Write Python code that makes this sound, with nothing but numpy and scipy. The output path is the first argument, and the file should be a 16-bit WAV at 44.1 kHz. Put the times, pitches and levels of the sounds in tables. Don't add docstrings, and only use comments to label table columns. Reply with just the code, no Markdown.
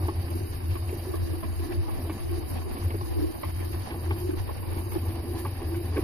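import sys
import numpy as np
from scipy import signal
from scipy.fft import rfft, irfft, next_fast_len
from scipy.io import wavfile
from scipy.ndimage import uniform_filter1d

SR = 44100
rng = np.random.default_rng(int(sys.argv[2]) if len(sys.argv) > 2 else 0)


def wav_record(signal):
    frames = np.transpose(np.atleast_2d(signal))
    bounded = np.clip(frames, -1, 1)
    quanta = np.round(bounded * 32767).astype(np.int16)
    wavfile.write(sys.argv[1], SR, quanta)


def linear_from_db(decibels):
    return 10 ** (np.asarray(decibels, float) / 20)


N = 265923

SPINDLE_TURN_S = 2.012
CASING_HZ = 339.3
BAND_CENTRES_HZ = 15 * 2 ** np.arange(0, 10.6, 0.75)

# (frequency [Hz], level per Hz [dB])
HISS = [(2900, -3.5), (3150, -4.5), (3420, -15), (3850, -2), (4200, -10), (4560, 1.5), (5700, -10),
        (6500, -6.5), (7300, -10.5), (8400, -11), (9800, 4.5), (12150, -4), (14300, -3)]
# (frequency [Hz], width [Hz], level [dB])
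COVER_EDGE = [(1514, 140, -1), (2275, 310, 3), (2580, 760, -2.5)]


def rms_one(x):
    return x / np.sqrt(np.mean(x ** 2) + 1e-20)


def at_hz(points, hz):
    points_hz, values = np.transpose(points)
    return np.interp(np.log(hz), np.log(points_hz), values)


def drift(rate_hz):
    r = np.exp(-80 * np.pi * rate_hz / SR)
    noise = rng.standard_normal(N // 40 + 2002)
    slow = signal.lfilter([1], [1, -2 * r, r * r], noise)[2000:]
    return np.interp(np.arange(N) / 40, np.arange(len(slow)), rms_one(slow))


def swells(rows, width_s):
    t = np.arange(0, N, 64) / SR
    total_db = sum(db * np.exp(-0.5 * ((t - s) / width_s) ** 2) for s, db in rows)
    return np.interp(np.arange(N) / SR, t, total_db)


def resonance(x, hz, width):
    r = np.exp(-np.pi * width / SR)
    zeros = (1 - r * r) / 2 * np.array([1, 0, -1])
    return signal.lfilter(zeros, [1, -2 * r * np.cos(2 * np.pi * hz / SR), r * r], x)


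def machine_noise(spectrum, centres, shared_db, own_db, jolt):
    # (frequency [Hz], left-right likeness [0-1])
    likeness = [(30, 0.88), (85, 0.96), (170, 0.64), (340, 0.65), (700, 0.6), (1400, 0.077), (2800, 0.09),
                (5600, 0.12), (11000, .02)]
    size = next_fast_len(N)
    hz = np.maximum(np.arange(size // 2 + 1) * SR / size, 1)
    direct, room = rng.standard_normal((2, size))
    alike = np.clip(at_hz(likeness, hz), 0, 1)
    pair = np.sqrt(1 + alike) * rfft(direct) + np.sqrt(1 - alike) * rfft(room) * [[1], [-1]]
    pair = pair * linear_from_db(at_hz(spectrum, hz))
    out = 0
    for centre in centres:
        octaves = np.log2(hz / centre)
        band = np.cos(np.pi * np.clip(octaves / 1.5, -0.5, 0.5)) ** 2
        flicker = linear_from_db(shared_db * jolt + own_db * drift(24))
        out = out + flicker * irfft(pair * band, size)[:, :N]
    return rms_one(out)


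def bearing_level():
    # (time [s], level [dB])
    load_shifts = [(0.12, -4.5), (0.35, 2), (0.92, 1), (1.33, 1.5), (1.8, -4.5), (2.42, -3.5), (2.5, 5.5),
                   (2.68, -3), (2.96, -3), (3.58, 2.5), (3.85, -0.5), (4.08, -3), (4.2, 4), (4.35, -4.5),
                   (4.5, 1), (4.8, 3), (4.92, 5), (5.18, -3.5), (5.4, 5), (5.6, -4), (5.75, 2),
                   (5.92, -5.5), (5.99, 4.5)]
    return -49.5 + swells(load_shifts, width_s=0.017)


def bearing_hiss(hiss_db):
    noise = machine_noise(HISS, BAND_CENTRES_HZ[13:], shared_db=2.0, own_db=1.42, jolt=drift(78))
    return linear_from_db(hiss_db + 3.5) * noise


def belt_whirr(hiss_db, load):
    noise = machine_noise(HISS, BAND_CENTRES_HZ[9:13], shared_db=0.5, own_db=1.45, jolt=load)
    return linear_from_db(0.28 * hiss_db - 37.5) * noise


def gear_rumble(load):
    # (frequency [Hz], level per Hz [dB])
    rumble_colour = [(15, -28), (35, -9.5), (48, -19.5), (75, -7.5), (105, -11.5), (135, -20), (185, -25.5),
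                     (250, -18), (420, -25.5), (500, -27.5), (1150, -32), (1270, -39.5), (2600, -44.5),
                     (3000, -47)]
    # (time [s], level [dB])
    gear_load = [(0.0, -43), (0.23, -49.5), (1.17, -50.5), (1.54, -50), (1.95, -47), (2.27, -51),
                 (2.65, -45), (2.77, -46), (3.27, -49), (3.58, -54), (3.7, -49), (3.98, -47.5),
                 (4.28, -51.5), (4.94, -43.5), (5.27, -48.5), (5.48, -53.5), (6.03, -45)]
    load_db = np.interp(np.arange(N) / SR, *np.transpose(gear_load))
    noise = machine_noise(rumble_colour, BAND_CENTRES_HZ[:12], shared_db=1.48, own_db=2.36, jolt=load)
    return linear_from_db(-37 + 0.41 * (load_db - load_db.mean())) * noise


def singing_panels(load):
    # (frequency [Hz], width [Hz], level [dB rms])
    panels = [(770, 78, -54), (980, 39, -61.5), (1722, 120, -60.5), (12650, 130, -91)]
    direct, *room = rng.standard_normal((3, N))
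    drive = (direct + 0.93 * np.array(room)) * linear_from_db(3.4 * load)
    return sum(linear_from_db(db) * rms_one(resonance(drive, hz, width)) for hz, width, db in panels)


def tooth_rasp():
    # (time into turn [s], level over steady rasp [dB])
    rasps = [
        (0.1, 3),
        (0.72, 10),
        (0.77, 3),
        (0.911, 6.5),
        (1.44, 10),
        (1.73, 7.5),
        (1.93, 7),
    ]
    clicks_per_s, floor_db, scuff_s = 900, -65, 0.012
    scuffs = [(s + SPINDLE_TURN_S * turn, db) for turn in range(3) for s, db in rasps]
    sizes = linear_from_db(4.4 * np.minimum(rng.exponential(1, (2, N)), 5))
    sizes = sizes * rng.choice([-1, 1], (2, N))
    clicks = sizes * (rng.random((2, N)) < clicks_per_s / SR) + 1e-18
    clicks = clicks + 0.54 * clicks[::-1]
    edge = sum(linear_from_db(db) * resonance(clicks, hz, width) for hz, width, db in COVER_EDGE)
    cover = linear_from_db(-3.5) * resonance(clicks, 900, 500)
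    return linear_from_db(floor_db + swells(scuffs, scuff_s)) * rms_one(edge + cover)


def casing_drone():
    # (time into turn [s], level [dB])
    casing_turn = [
        (0.0, -43),
        (0.1, -35.5),
        (0.2, -42.5),
        (0.3, -37),
        (0.43, -40.5),
        (0.57, -51.5),
        (0.66, -43.5),
        (0.78, -39.5),
        (0.9, -43),
    ]
    # (time [s], level [dB])
    uneven_mesh = [(0.17, -8.5), (1.42, 0), (1.7, 6), (2.33, 3), (2.9, -3), (3.0, 2), (3.23, 10.5),
                   (3.9, -15), (4.0, -3.5), (4.25, 8), (4.48, -14), (4.85, 1.5), (5.3, 1.5), (5.75, 10),
                   (5.92, -5)]
    turn_db = np.interp(np.arange(N) / SR, *np.transpose(casing_turn), period=1.003)
    drone_db = turn_db + swells(uneven_mesh, width_s=0.053)
    ring = resonance(resonance(rng.standard_normal(N), CASING_HZ, 21.7), CASING_HZ, 70)
    chance_swell = np.sqrt(uniform_filter1d(ring ** 2, size=3000) + 1e-9)
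    drone = linear_from_db(drone_db - 0.8) * rms_one(ring / chance_swell ** 2.05)
    return np.array([drone, np.roll(drone, 10)])


def bench_hum():
    # (time [s], level [dB])
    lurches = [(0.13, -3), (0.2, 9), (0.47, -6.5), (0.6, -7), (0.71, 6), (0.96, -4), (1.17, 7.5),
               (1.33, 3.5), (1.39, -7), (1.68, -24), (1.79, 6), (2.05, 0), (2.18, -12), (2.48, -13),
               (2.78, -7), (2.87, 8), (3.08, -8), (3.18, 7), (3.33, -17), (3.41, -11), (3.89, -27),
               (4.1, 6), (4.25, 5.5), (4.33, -5), (4.42, 3), (4.95, 5.5), (5.26, -8), (5.33, 2.5),
               (5.56, -9), (5.93, 5)]
    hum_db = -29.5 + swells(lurches, width_s=0.018)
    phase = 2 * np.pi * np.cumsum(87.7 + 4.93 * drift(20.4)) / SR
    steady = linear_from_db(1.7 * drift(25)) * np.sin(phase)
    shakes = drift(15.0) * np.sin(phase) + drift(17.8) * np.cos(phase)
    return linear_from_db(hum_db - 2.1) * rms_one(steady + 0.23 * shakes)


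def knock_list():
    # (time into turn [s], peak [dB],
    # casing thud [dB re peak], bright edge [dB re peak], bed thump [dB re peak])
    turn_knocks = [(0.083, -28, 4, -12.5, -8), (0.101, -45, 5.5, -8, -7), (0.28, -44, 7.5, 0, -12),
                   (0.31, -40, 4, -10, -2), (0.604, -38.5, -2, -11, -13), (0.699, -50, -5, 2.5, -11),
                   (0.754, -33, 2.5, -11, -9), (0.892, -36.5, 1, -6, -3), (0.926, -44, 17, -8, 9),
                   (1.222, -45.5, 12.5, -22, -11), (1.335, -40, -15, -15, -22), (1.439, -42, 6.5, -1, 6),
                   (1.592, -47, 18, 0.5, 2), (1.719, -41.5, -2, -0.5, -1), (1.898, -39, 2.5, -7, -2)]
    # (time [s], peak [dB],
    # casing thud [dB re peak], bright edge [dB re peak], bed thump [dB re peak])
    single_knocks = [(0.022, -37, 4.5, -24, -23), (1.05, -54, 23, -13, -20), (1.136, -30.5, 6, -38, -24),
                     (3.009, -31.5, -3, -20, -10), (3.232, -49, 19, -22, -3), (3.906, -40.5, 9, 3, -9),
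                     (4.952, -38, 16, -13, -8), (1.427, -30.5, -12, -20, 8), (3.432, -26, -10, -16, -20),
                     (5.449, -29.5, -4, -15, -21), (1.88, -30.5, -1, -24, -4.5), (3.939, -37.5, 7.5, -13, 6),
                     (4.107, -45.5, 16, 10, -14), (4.489, -29, -5, -33, -24), (5.959, -39, 16, -4, -19),
                     (5.967, -34.5, 11.5, 0, 7), (5.977, -35, 19, -11, 7), (5.992, -45.5, -5, -2, 12)]
    rows = np.array([(s + SPINDLE_TURN_S * turn, *rest) for turn in range(3) for s, *rest in turn_knocks])
    rows[:, 1] += 1.0 * rng.standard_normal(len(rows))
    return np.vstack([rows, single_knocks])


def ring_modes(x, modes):
    return sum(linear_from_db(db) * (-1) ** k * resonance(x, hz, width) for k, (hz, width, db) in enumerate(modes))


def gear_knocks():
    # (frequency [Hz], width [Hz], level [dB])
    cover_modes = [(560, 120, -5.5), (860, 67, -4.5), (1077, 116, 0), (1157, 170, -8.5)]
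    t = np.arange(int(0.06 * SR)) / SR
    envelope = (1 - np.exp(-t / 0.00016)) * np.exp(-t / 0.011)
    soft = signal.butter(4, 3600, fs=SR, output="sos")
    knocks = knock_list()
    contacts = rng.standard_normal((len(knocks), len(t))) * envelope
    contacts[:, 20] += 5.0
    rattles = signal.sosfilt(soft, contacts)
    out = np.zeros(N + 2 * len(t))
    for (s, peak_db, thud_db, edge_db, thump_db), rattle in zip(knocks, rattles):
        rattle = np.pad(rattle, (0, len(t)))
        cover = ring_modes(rattle, cover_modes)
        edge = ring_modes(rattle, COVER_EDGE)
        thud = resonance(resonance(rattle, 1.02 * CASING_HZ, 92), CASING_HZ, 120)
        thump = resonance(resonance(rattle, 160, 76), 190, 140)
        parts = [(cover, 1.5), (edge, edge_db + 4.5), (thud, thud_db - 0.5), (thump, thump_db - 5.0)]
        start = round(s * SR)
        knock = sum(linear_from_db(peak_db + db) * x / np.abs(x).max() for x, db in parts)
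        out[start:start + len(rattle)] += knock
    return out[:N]


def scene():
    load = drift(12.7)
    hiss_db = bearing_level()
    noise = bearing_hiss(hiss_db) + belt_whirr(hiss_db, load) + gear_rumble(load)
    metal = singing_panels(load) + tooth_rasp() + casing_drone()
    return noise + metal + bench_hum() + gear_knocks()


def slipped(x):
    # (time [s], lag of right behind left from here on [ms])
    slips = [(0, -0.2), (0.3, 0.4), (0.6, -0.7), (0.81, -0.34), (0.96, -0.02), (1.09, 1.8), (1.34, 2.4),
             (1.43, 2.99), (1.74, -3.4), (1.81, 6.2), (1.99, -0.05), (2.19, 5.9), (2.25, -1.7), (2.3, -2.6),
             (2.47, 1.3), (2.6, 2.93), (2.67, 4.67), (2.75, -0.36), (3.03, -3.95), (3.1, 3.8), (3.33, 1.32),
             (3.41, -0.9), (3.62, 0.68), (3.71, -0.63), (3.87, 0.2), (4.27, 0.66), (4.35, 2.1), (4.74, 0.3),
             (4.9, 2.31), (4.98, 0.1)]
    now, fade = np.arange(N), round(0.0067 * SR)
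    starts, lag_ms = np.transpose(slips)
    piece = np.searchsorted(starts * SR, now, "right") - 1
    middle = (starts[np.maximum(piece, 0)] + np.append(starts, N / SR)[piece + 1]) * SR / 2
    neighbour = np.clip(piece + np.where(now > middle, 1, -1), 0, len(starts) - 1)
    out = 0
    for parity in (0, 1):
        mine = piece % 2 == parity
        near = np.where(mine, piece, neighbour)
        lag = np.round(lag_ms[near] * SR / 1000).astype(int)
        read = np.clip(now - lag, 0, N - 1)
        out = out + uniform_filter1d(mine * 1.0, fade, mode="nearest") * x[read]
    return out


def weak_bands_dropped(x):
    gate_db, gate_from_hz = -6, 2600
    window = ("kaiser", 6)
    hz, _, cells = signal.stft(x, SR, window, nperseg=2048, noverlap=1024)
    power = uniform_filter1d(np.abs(cells) ** 2, size=6, axis=1)
    power = uniform_filter1d(power, size=2, axis=2)
    bright = np.mean(power[:, (hz > 9500) & (hz < 11000)], axis=(1, 2), keepdims=True)
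    wander_db = 1.6 * uniform_filter1d(rng.standard_normal(power.shape[1:]), size=9, axis=0) * 3
    margin = power / (bright * linear_from_db(gate_db + wander_db) ** 2)
    margin = 0.89 * margin + 0.3 * margin[::-1]
    keep = (margin > 1) | (hz < gate_from_hz)[:, None]
    return signal.istft(cells * keep, SR, window, nperseg=2048, noverlap=1024)[1][:, :N]


def roll_off(x):
    return signal.sosfilt(signal.butter(12, 15200, fs=SR, output="sos"), x)


def record(dry):
    # (frequency [Hz], left minus right [dB])
    ports = [(60, 0.5), (110, 1.5), (200, -5), (370, 0.5), (690, -2.5), (1270, 0.5), (2340, -2), (4310, -4),
             (7930, -4), (14600, -1)]
    size = next_fast_len(N)
    hz = np.maximum(np.arange(size // 2 + 1) * SR / size, 1)
    colour = linear_from_db(at_hz(ports, hz) * [[0.5], [-0.5]]) * (hz < 14270)
    left, right = irfft(rfft(dry, size) * colour, size)[:, :N]
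    gated = weak_bands_dropped(np.array([left, slipped(right)]))
    return roll_off(gated - 0.0019)


dry = scene()
out = record(dry)
wav_record(out)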